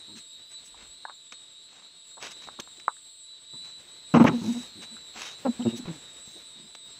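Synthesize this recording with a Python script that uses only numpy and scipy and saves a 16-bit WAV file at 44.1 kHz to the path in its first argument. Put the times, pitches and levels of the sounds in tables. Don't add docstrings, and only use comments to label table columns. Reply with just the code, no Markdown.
import sys
import numpy as np
from scipy import signal
from scipy.fft import rfft, irfft
from scipy.io import wavfile

SR = 44100
rng = np.random.default_rng(int(sys.argv[2]) if len(sys.argv) > 2 else 0)


def materialize(psi):
    bounded = np.clip(np.atleast_2d(psi).T, -1, 1)
    quanta = np.round(bounded * 32767).astype(np.int16)
    wavfile.write(sys.argv[1], SR, quanta)


N = 308259
TIME = np.arange(N) / SR

# (frequency [Hz], level [dB])
RASP_COLOUR = [(900, -29), (1600, 2), (2000, 4), (2900, 0.5), (3600, -14), (4600, -18.5), (6400, -14),
               (7500, -33.5), (15000, -48)]
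# (frequency [Hz], relative density [dB per Hz])
GRIT_COLOUR = [(60, -19), (200, 0.5), (600, 1.5), (1300, 4), (1900, 2.5), (2700, 6), (4300, -0.5),
               (6500, 1), (7600, -10.5), (10000, -18), (15500, -29)]


def gain_of(db):
    return 10 ** (np.asarray(db) / 20)


def evened(x):
    return x / np.sqrt(np.mean(x ** 2) + 1e-20)


def add(mix, s, sound):
    part = mix[max(round(s * SR), 0):][:len(sound)]
    part += sound[:len(part)]


def follow(points):
    return np.interp(TIME, *np.transpose(points))


def colour(x, points):
    hz, db = np.transpose(points)
    bins = np.fft.rfftfreq(len(x), 1 / SR)
    curve_db = np.interp(np.log(bins + 1), np.log(hz), db)
    return irfft(rfft(x) * gain_of(curve_db), len(x))


def resonate(x, hz, width):
    r = np.exp(-np.pi * width / SR)
    return signal.lfilter([1, 0, -1], [1, -2 * r * np.cos(2 * np.pi * hz / SR), r * r], x)


def ring(x, modes):
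    return sum(gain_of(db) * width * resonate(x, hz, width) for hz, width, db in modes)


def drift(count, rate):
    knots = rng.standard_normal(4096)
    return np.interp(np.arange(count) / SR * rate, np.arange(len(knots)), knots)


def arch(u, bluntness):
    return np.maximum(np.sin(np.pi * np.clip(u, 0, 1)), 0) ** bluntness


def swell(x, shape, db, spectrum):
    sound = colour(x * shape, spectrum)
    return gain_of(db) * sound * np.linalg.norm(shape) / np.linalg.norm(sound)


def throb(length, db, opening, start_hz, end_hz, rough, jitter=.15, wander=0.031, shimmer_db=5.0,
          lag=.65, release=0.95, shunt=0.45):
    # (frequency [Hz], width [Hz], level [dB])
    snout_modes = [(171.3, 29, -2.5), (224.3, 49, -2), (305, 90, -3)]
    mouth_modes = [(473, 120, 10), (598, 110, 0), (757, 280, -2.5), (900, 110, 4.5), (1080, 68, -5),
                   (1282, 170, 7), (1600, 98, 3)]
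    # (frequency [Hz], level [dB])
    snout_wall = [(40, -28), (90, -2.5), (150, 0.5), (230, 3), (320, -4), (390, -2), (480, -22.5),
                  (800, -64)]
    mouth_wall = [(250, -43), (420, 6), (700, 0), (1400, -9), (2000, -18.5), (3500, -42)]
    shut_db, open_db = -23, 0.5
    rasp_db, smooth_rasp_db = -2.5, -28.5
    smooth_hz, rough_hz = 580, 1300
    attack_s = 0.0022
    mouth_open_s, strain_hold_s = 0.023, 0.046

    count = 16384
    t = (np.arange(count) - 2048) / SR
    u, rough, opening = np.clip(t / length, 0, 1), np.clip(rough, 0, 1), np.clip(opening, 0, 1)
    glide_hz = start_hz + (end_hz - start_hz) * u
    hz = glide_hz * (1 + (wander + jitter * rough) * drift(count, 153.8))
    turns = np.cumsum(hz) / SR
    turns -= np.interp(.4 * length, t, turns)

    folds = evened(sum(np.cos(2 * np.pi * k * turns - lag * k * k) for k in np.arange(1, 25)))
    folds *= gain_of(shimmer_db * drift(count, 65.2))
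    puffs = evened((.55 + np.exp(-(turns % 1) / .3)) * rng.standard_normal(count))
    drive = (1 - rough) * folds + rough * puffs

    whole = -np.expm1(-np.maximum(t, 0) / attack_s) * np.exp(-(t / (release * length)) ** 6)
    opened = whole * np.exp(-(t / (mouth_open_s + strain_hold_s * rough)) ** 4)
    snout_shape = whole - np.clip(shunt * opening * (1 - rough), 0, 1) * opened
    snout = swell(ring(drive, snout_modes), snout_shape, db, snout_wall)

    mouth_db = db + shut_db + (open_db - shut_db) * opening
    mouth_hz = smooth_hz + (rough_hz - smooth_hz) * rough
    strained = resonate(drive + 2.9 * rough * puffs, mouth_hz, 400)
    mouth = swell(ring(strained, mouth_modes), opened, mouth_db, mouth_wall)
    rasp = swell(puffs, opened, mouth_db + rasp_db + smooth_rasp_db * (1 - rough), RASP_COLOUR)
    return (snout + mouth + rasp)[t >= 0]


def pig(snort_late=3.2):
    # (time [s], length [s], snout level [dB], mouth opening [0-1],
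    #         start pitch [Hz], end pitch [Hz], roughness [0-1])
    throbs = [ (0.079, .125, -52, 0.56, 104.5, 102.7, 0.63), (3.532, 0.035, -51, 0.65, 124, 109, 0.7),
              (4.139, 0.053, -12.5, 0.71, 262.3, 243.5, 0.64), (4.197, .037, -9.5, 0.45, 293.5, 238, 0.62),
              (4.242, .019, -11.5, 0.73, 263.6, 241, 0.49), (4.264, .04, -20.5, 0.77, 95, 84, 0.68),
              (4.305, .035, -27.5, 0.38, 124, 116, 0.52), (4.332, 0.049, -24, 0.39, 250.5, 240, 0.07),
              (4.382, .03, -31.5, 0.2, 237, 234, 0.06), (4.413, 0.028, -32, 0.28, 91.6, 87, 0.56),
              (4.438, 0.051, -30, 0.34, 105, 108.5, 0.4), (4.476, 0.07, -25, 0.12, 246, 229, .33),
              (4.544, 0.077, -32.5, 0.38, 242, 234, 0.32), (4.749, .11, -51, 0, 105, 100.4, 0.69),
              (4.905, 0.049, -49, 0.4, 231, 220, 0.42), (5.45, 0.059, -22, 0.83, 257, 228, 0.2),
              (5.593, 0.056, -29, 0.37, 246, 236, 0.36), (5.65, 0.041, -19.5, 0.44, 123.5, 115.4, 0.04),
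              (5.683, 0.035, -36, 0.54, 114, 106, 0.26), (5.723, 0.045, -35, 0.46, 122.5, 114, 0),
              (5.77, 0.071, -39.5, .25, 239, 228, 0.48), (5.877, .054, -33.5, 0.23, 181.5, 145, 0.28),
              (5.925, .06, -47.5, 0.55, 155, 143, 0.48), (6.559, 0.12, -57, 0.44, 102, 98, 0.84)]
    # (time [s], length [s], level [dB])
    snorts = [(4.258, .03, -24.5)]
    # (time [s], length [s], frequency [Hz], level [dB])
    squeaks = [(5.62, 0.013, 3000, -45), (5.664, 0.056, 2800, -48)]

    out = np.zeros(N)
    for s, *row in throbs:
        add(out, s, throb(*row))
    for s, length, db in snorts:
        u = np.arange(4096) / (length * SR)
        breath = rng.standard_normal(len(u))
        add(out, s, swell(breath, arch(u ** snort_late, 0.28), db, RASP_COLOUR))
    for s, length, hz, db in squeaks:
        u = np.arange(0, 1, 1 / (length * SR))
        breath = rng.standard_normal(len(u))
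        whistle = evened(resonate(resonate(breath, hz, 330), hz, 330))
        add(out, s, gain_of(db) * arch(u, 0.56) * whistle)
    return out


def cricket(tone, level, surge, lines, line_db, stroke_hz, waver_hz, strain, overtones_db=-4.5,
            surge_db=0.5, flutter_db=2.0, echo=0.9, fades_per_s=7):
    # (time [s], level [dB])
    overtone_level = [(0.0, -54), (0.68, -53), (0.7, -55.5), (2.02, -59.5), (2.08, -51.5), (2.24, -58),
                      (3.19, -52), (3.39, -60.5), (3.58, -50), (3.72, -55.5), (5.55, -52.5), (6.99, -55.5)]

    hz = follow(tone)
    unsteady_hz = waver_hz + strain * np.maximum(hz - np.median(hz), 0)
    wing = np.cumsum(hz + unsteady_hz * drift(N, 130)) / SR
    stroke = np.cumsum(stroke_hz + .5 * drift(N, 25)) / SR

    tone_db = follow(level) + 0.51 * drift(N, 30)
    first_peak_s, period_s = surge
    bright_db = surge_db * np.cos(2 * np.pi * (TIME - first_peak_s) / period_s)
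    upper_db = overtones_db + follow(overtone_level) + 2.8 * drift(N, 26)

    out = np.zeros(N)
    for (overtone, side), db in zip(lines, line_db):
        base_db = tone_db if overtone == 1 else upper_db + (overtone - 1) * bright_db
        phase = 2 * np.pi * (overtone * wing + side * stroke + rng.random())
        delay = 2 * np.pi * (rng.random() + .5 * drift(N, fades_per_s))
        both_paths = np.cos(phase) + echo * np.cos(phase + delay)
        out += gain_of(base_db + db + flutter_db * drift(N, 14)) * both_paths
    return out * np.sqrt(2 / (1 + echo ** 2))


def high_cricket():
    # (time [s], frequency [Hz])
    tone = [(0, 3944), (.6, 3946), (3, 3949), (3.6, 3953), (4.5, 3953), (5, 3948), (6.62, 3949),
            (6.75, 3985), (6.99, 3997)]
    # (time [s], level [dB])
    level = [(0.0, -51.5), (0.53, -55), (0.56, -46), (0.74, -62), (1.13, -49.5), (1.28, -68), (1.34, -49),
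             (1.61, -57.5), (2.57, -53), (3.15, -58), (3.58, -47.5), (3.87, -55.5), (4.9, -48.5),
             (5.02, -54.5), (5.26, -49), (5.43, -55.5), (6.89, -56.5), (6.99, -51)]
    # (first peak [s], period [s])
    surge = (.28, .358)
    lines = [(1, -2), (1, 0), (1, 2), (1, 3), (1, 4), (2, -2), (2, 0), (2, 1), (2, 2), (2, 3), (2, 4),
             (2, 5), (2, 6), (3, 0), (4, -2)]
    line_db = [-15, 0.5, -8, -18.5, -22.5, -9, 1, -26.5, -6.5, -24.5, -14, -37, -19.5, -29, -37]
    return cricket(tone, level, surge, lines, line_db, stroke_hz=143, waver_hz=2, strain=.6)


def low_cricket():
    # (time [s], frequency [Hz])
    tone = [(0, 3778), (.6, 3777), (1, 3785), (2.2, 3789), (2.8, 3797), (3.1, 3822), (3.6, 3842), (4, 3832),
            (4.6, 3774), (6.99, 3773)]
    # (time [s], level [dB])
    level = [(0.0, -51), (0.88, -55.5), (0.89, -53), (2.2, -56.5), (2.26, -48), (3.02, -61.5), (3.58, -51),
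             (3.85, -52.5), (4.36, -49.5), (4.88, -54), (5.06, -58), (5.18, -43.5), (5.53, -54),
             (5.76, -44.5), (5.82, -62), (5.92, -48), (5.99, -52.5), (6.99, -53)]
    # (first peak [s], period [s])
    surge = (.17, .352)
    lines = [(1, -2), (1, 0), (1, 2), (2, -2), (2, 0), (2, 2), (2, 4), (3, 0), (4, -2), (4, 0)]
    line_db = [-17, -2.5, -13, -9, -4, -11, -20, -27.5, -41, -26]
    return cricket(tone, level, surge, lines, line_db, stroke_hz=143.5, waver_hz=4, strain=.4)


def tub(rattle_s=.01, tick_db=-30, tick_s=.0006):
    # (time [s], level [dB], ring [Hz], swell time [s], rattle against wall [dB])
    knocks = [(.744, -43.5, 970, 0.0012, -2), (1.0515, -26.5, 900, 0.0015, -12.5),
              (1.0515, -29.5, 1600, 0.0017, -8), (1.079, -43.5, 1050, 0.0017, 6),
              (1.097, -29.5, 1130, 0.00053, -3), (2.171, -41, 845, 0.00064, 9),
              (2.4874, -26, 1020, 0.00052, -9.5), (2.590, -34, 1050, 0.00091, 0),
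              (2.675, -37.5, 1080, 0.00054, -14), (2.8808, -7.5, 1117, .00096, -16),
              (2.967, -48, 1600, 0.00083, -8), (4.967, -40.5, 1450, 0.0011, -7)]

    out, t = np.zeros(N), np.arange(4096) / SR
    for s, db, hz, swell_s, rattle_db in knocks:
        wall = (t / swell_s * np.exp(1 - t / swell_s)) ** 2 * np.sin(2 * np.pi * hz * t)
        scatter = rng.standard_normal(len(t)) * np.exp(-t / rattle_s) * (t > .003)
        rattle = signal.fftconvolve(wall, scatter)[:len(t)]
        rattle *= gain_of(rattle_db) * np.linalg.norm(wall) / np.linalg.norm(rattle)
        tick_shape = t / tick_s * np.exp(1 - t / tick_s)
        tick = swell(rng.standard_normal(len(t)), tick_shape, tick_db, RASP_COLOUR)
        add(out, s, gain_of(db) * (tick + wall + rattle) * (t < .06))
    return signal.sosfilt(signal.butter(2, 180, "high", fs=SR, output="sos"), out)


def feet(grain_db=3):
    # (peak time [s], length [s], level [dB], tilt [dB per octave])
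    scuffs = [(0.176, 0.049, -50, 2.5), (0.523, 0.047, -55, 0), (0.661, 0.042, -54, 7),
              (0.807, 0.11, -53, -2), (1.336, 0.029, -56, -0.5), (1.764, 0.21, -57.5, -1.5),
              (2.245, 0.077, -39, -0.6), (2.316, 0.031, -43.5, 2), (2.431, 0.05, -49, 0.5),
              (2.474, 0.01, -42, -4), (2.602, 0.01, -38.5, 5.5), (2.8, 0.0059, -43.5, 0),
              (3.663, 0.11, -53.5, 0), (4.485, 0.29, -48, 6), (4.831, 0.035, -45.5, 0.5),
              (5.175, 0.068, -44, -2), (5.232, 0.16, -40.5, 1), (5.774, 0.03, -43, 7),
              (5.871, 0.074, -40.5, -7), (6.303, 0.18, -58.5, 8.5)]
    # (peak time [s], length [s], level [dB], frequency [Hz])
    thuds = [(0.832, .25, -65, 39.4), (2.25, 0.15, -64, 170), (2.598, 0.022, -44.5, 267),
             (2.787, .012, -53, 251), (3.641, .21, -64, 146), (6.279, 0.0059, -42, 201),
             (6.366, .04, -53.5, 306)]

    out, count = np.zeros(N), 32768
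    t = (np.arange(count) - count // 2) / SR
    for s, length, db, tilt in scuffs:
        spectrum = [(hz, level + tilt * np.log2(hz / 3000)) for hz, level in GRIT_COLOUR]
        hiss = colour(rng.standard_normal(count), spectrum)
        grit = evened(hiss * gain_of(grain_db * drift(count, 400)))
        shape = np.exp(-(2 * t / length) ** 2 * np.where(t < 0, 1.8, .8))
        add(out, s + t[0], (gain_of(db) * grit * shape)[s + t >= 0])
    for s, length, db, hz in thuds:
        push = evened(resonate(resonate(rng.standard_normal(count), hz, 2.0 * hz), hz, 0.6 * hz))
        add(out, s + t[0], gain_of(db) * push * np.exp(-(2 * t / length) ** 2))
    return out


def stones(dull_db=-7):
    # (time [s], level at the start before dulling [dB], decay time [s])
    cracks = [(1.3225, -37.5, .005), (2.2265, -34, .005), (2.5985, -29, .004), (2.7715, -45, .002),
              (6.7505, -36.5, .003)]

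    out, t = np.zeros(N), np.arange(4096) / SR
    for s, db, decay in cracks:
        snap = evened(colour(rng.standard_normal(len(t)), GRIT_COLOUR))
        add(out, s, gain_of(db) * np.exp(-t / decay) * snap)
    return colour(out, [(6500, 0), (14000, dull_db)])


def underfloor(x, t60=0.35, wet_db=-23):
    t = np.arange(SR // 2) / SR
    tail = rng.standard_normal(len(t)) * gain_of(-60 * t / t60) * (t > .006)
    return x + gain_of(wet_db) * signal.fftconvolve(x, tail / np.linalg.norm(tail))[:N]


def bird():
    # (time [s], length [s], start [Hz], end [Hz], level [dB])
    whistles = [(.08, .09, 4600, 5300, -69), (0.257, .08, 4550, 5140, -66), (0.43, 0.11, 4600, 5160, -66),
                (6.55, 0.16, 4500, 5300, -65), (6.815, 0.18, 4600, 5440, -66)]

    out = np.zeros(N)
    for s, length, start_hz, end_hz, db in whistles:
        u = np.arange(0, 1, 1 / (length * SR))
        hz = start_hz + (end_hz - start_hz) * u + 110 * drift(len(u), 500)
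        glide = np.sin(2 * np.pi * np.cumsum(hz) / SR)
        add(out, s, gain_of(db) * np.sqrt(2) * arch(u, .7) * glide)
    return out


def background(chorus_db=-56, noise_db=6):
    # (frequency [Hz], relative density [dB per Hz])
    chorus_colour = [(2200, -23.5), (2900, -14.5), (3400, -10), (3850, 1), (4150, -13), (4400, -12),
                     (5500, -25), (7000, -26.5), (7400, -20.5), (7900, -6.5), (8400, -23.5), (9300, -37.5),
                     (12000, -47.5), (13000, -49)]
    noise_colour = [(20, -24), (60, -1), (200, 0), (400, 0), (1000, -4.5), (2000, -4.5), (3000, -4),
                    (6300, -10.5), (9000, -19), (15500, -29)]
    # (time [s], level [dB])
    noise_level = [(0.0, -65), (0.25, -71), (2.2, -73), (2.37, -63), (2.84, -71), (3.13, -76),
                   (4.15, -62.5), (4.36, -56.5), (4.63, -61), (4.96, -65), (5.72, -56.5), (6.01, -61),
                   (6.6, -66), (6.99, -66.5)]

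    shimmer_db = drift(N, 5) + 1.6 * drift(N, 250)
    chorus = evened(colour(rng.standard_normal(N), chorus_colour)) * gain_of(chorus_db + shimmer_db)
    noise = evened(colour(rng.standard_normal(N), noise_colour))
    return chorus + noise * gain_of(noise_db + follow(noise_level) + 2.4 * drift(N, 30))


def scene():
    crickets = high_cricket() + low_cricket()
    under_house = underfloor(pig() + feet() + stones())
    return (under_house + tub() + crickets + bird() + background())[None]


def record(dry, edge_hz=15720):
    lowpass = signal.firwin(511, edge_hz, window=("kaiser", 9), fs=SR)
    return signal.oaconvolve(dry, lowpass[None], "same")


dry = scene()
out = record(dry)
materialize(out)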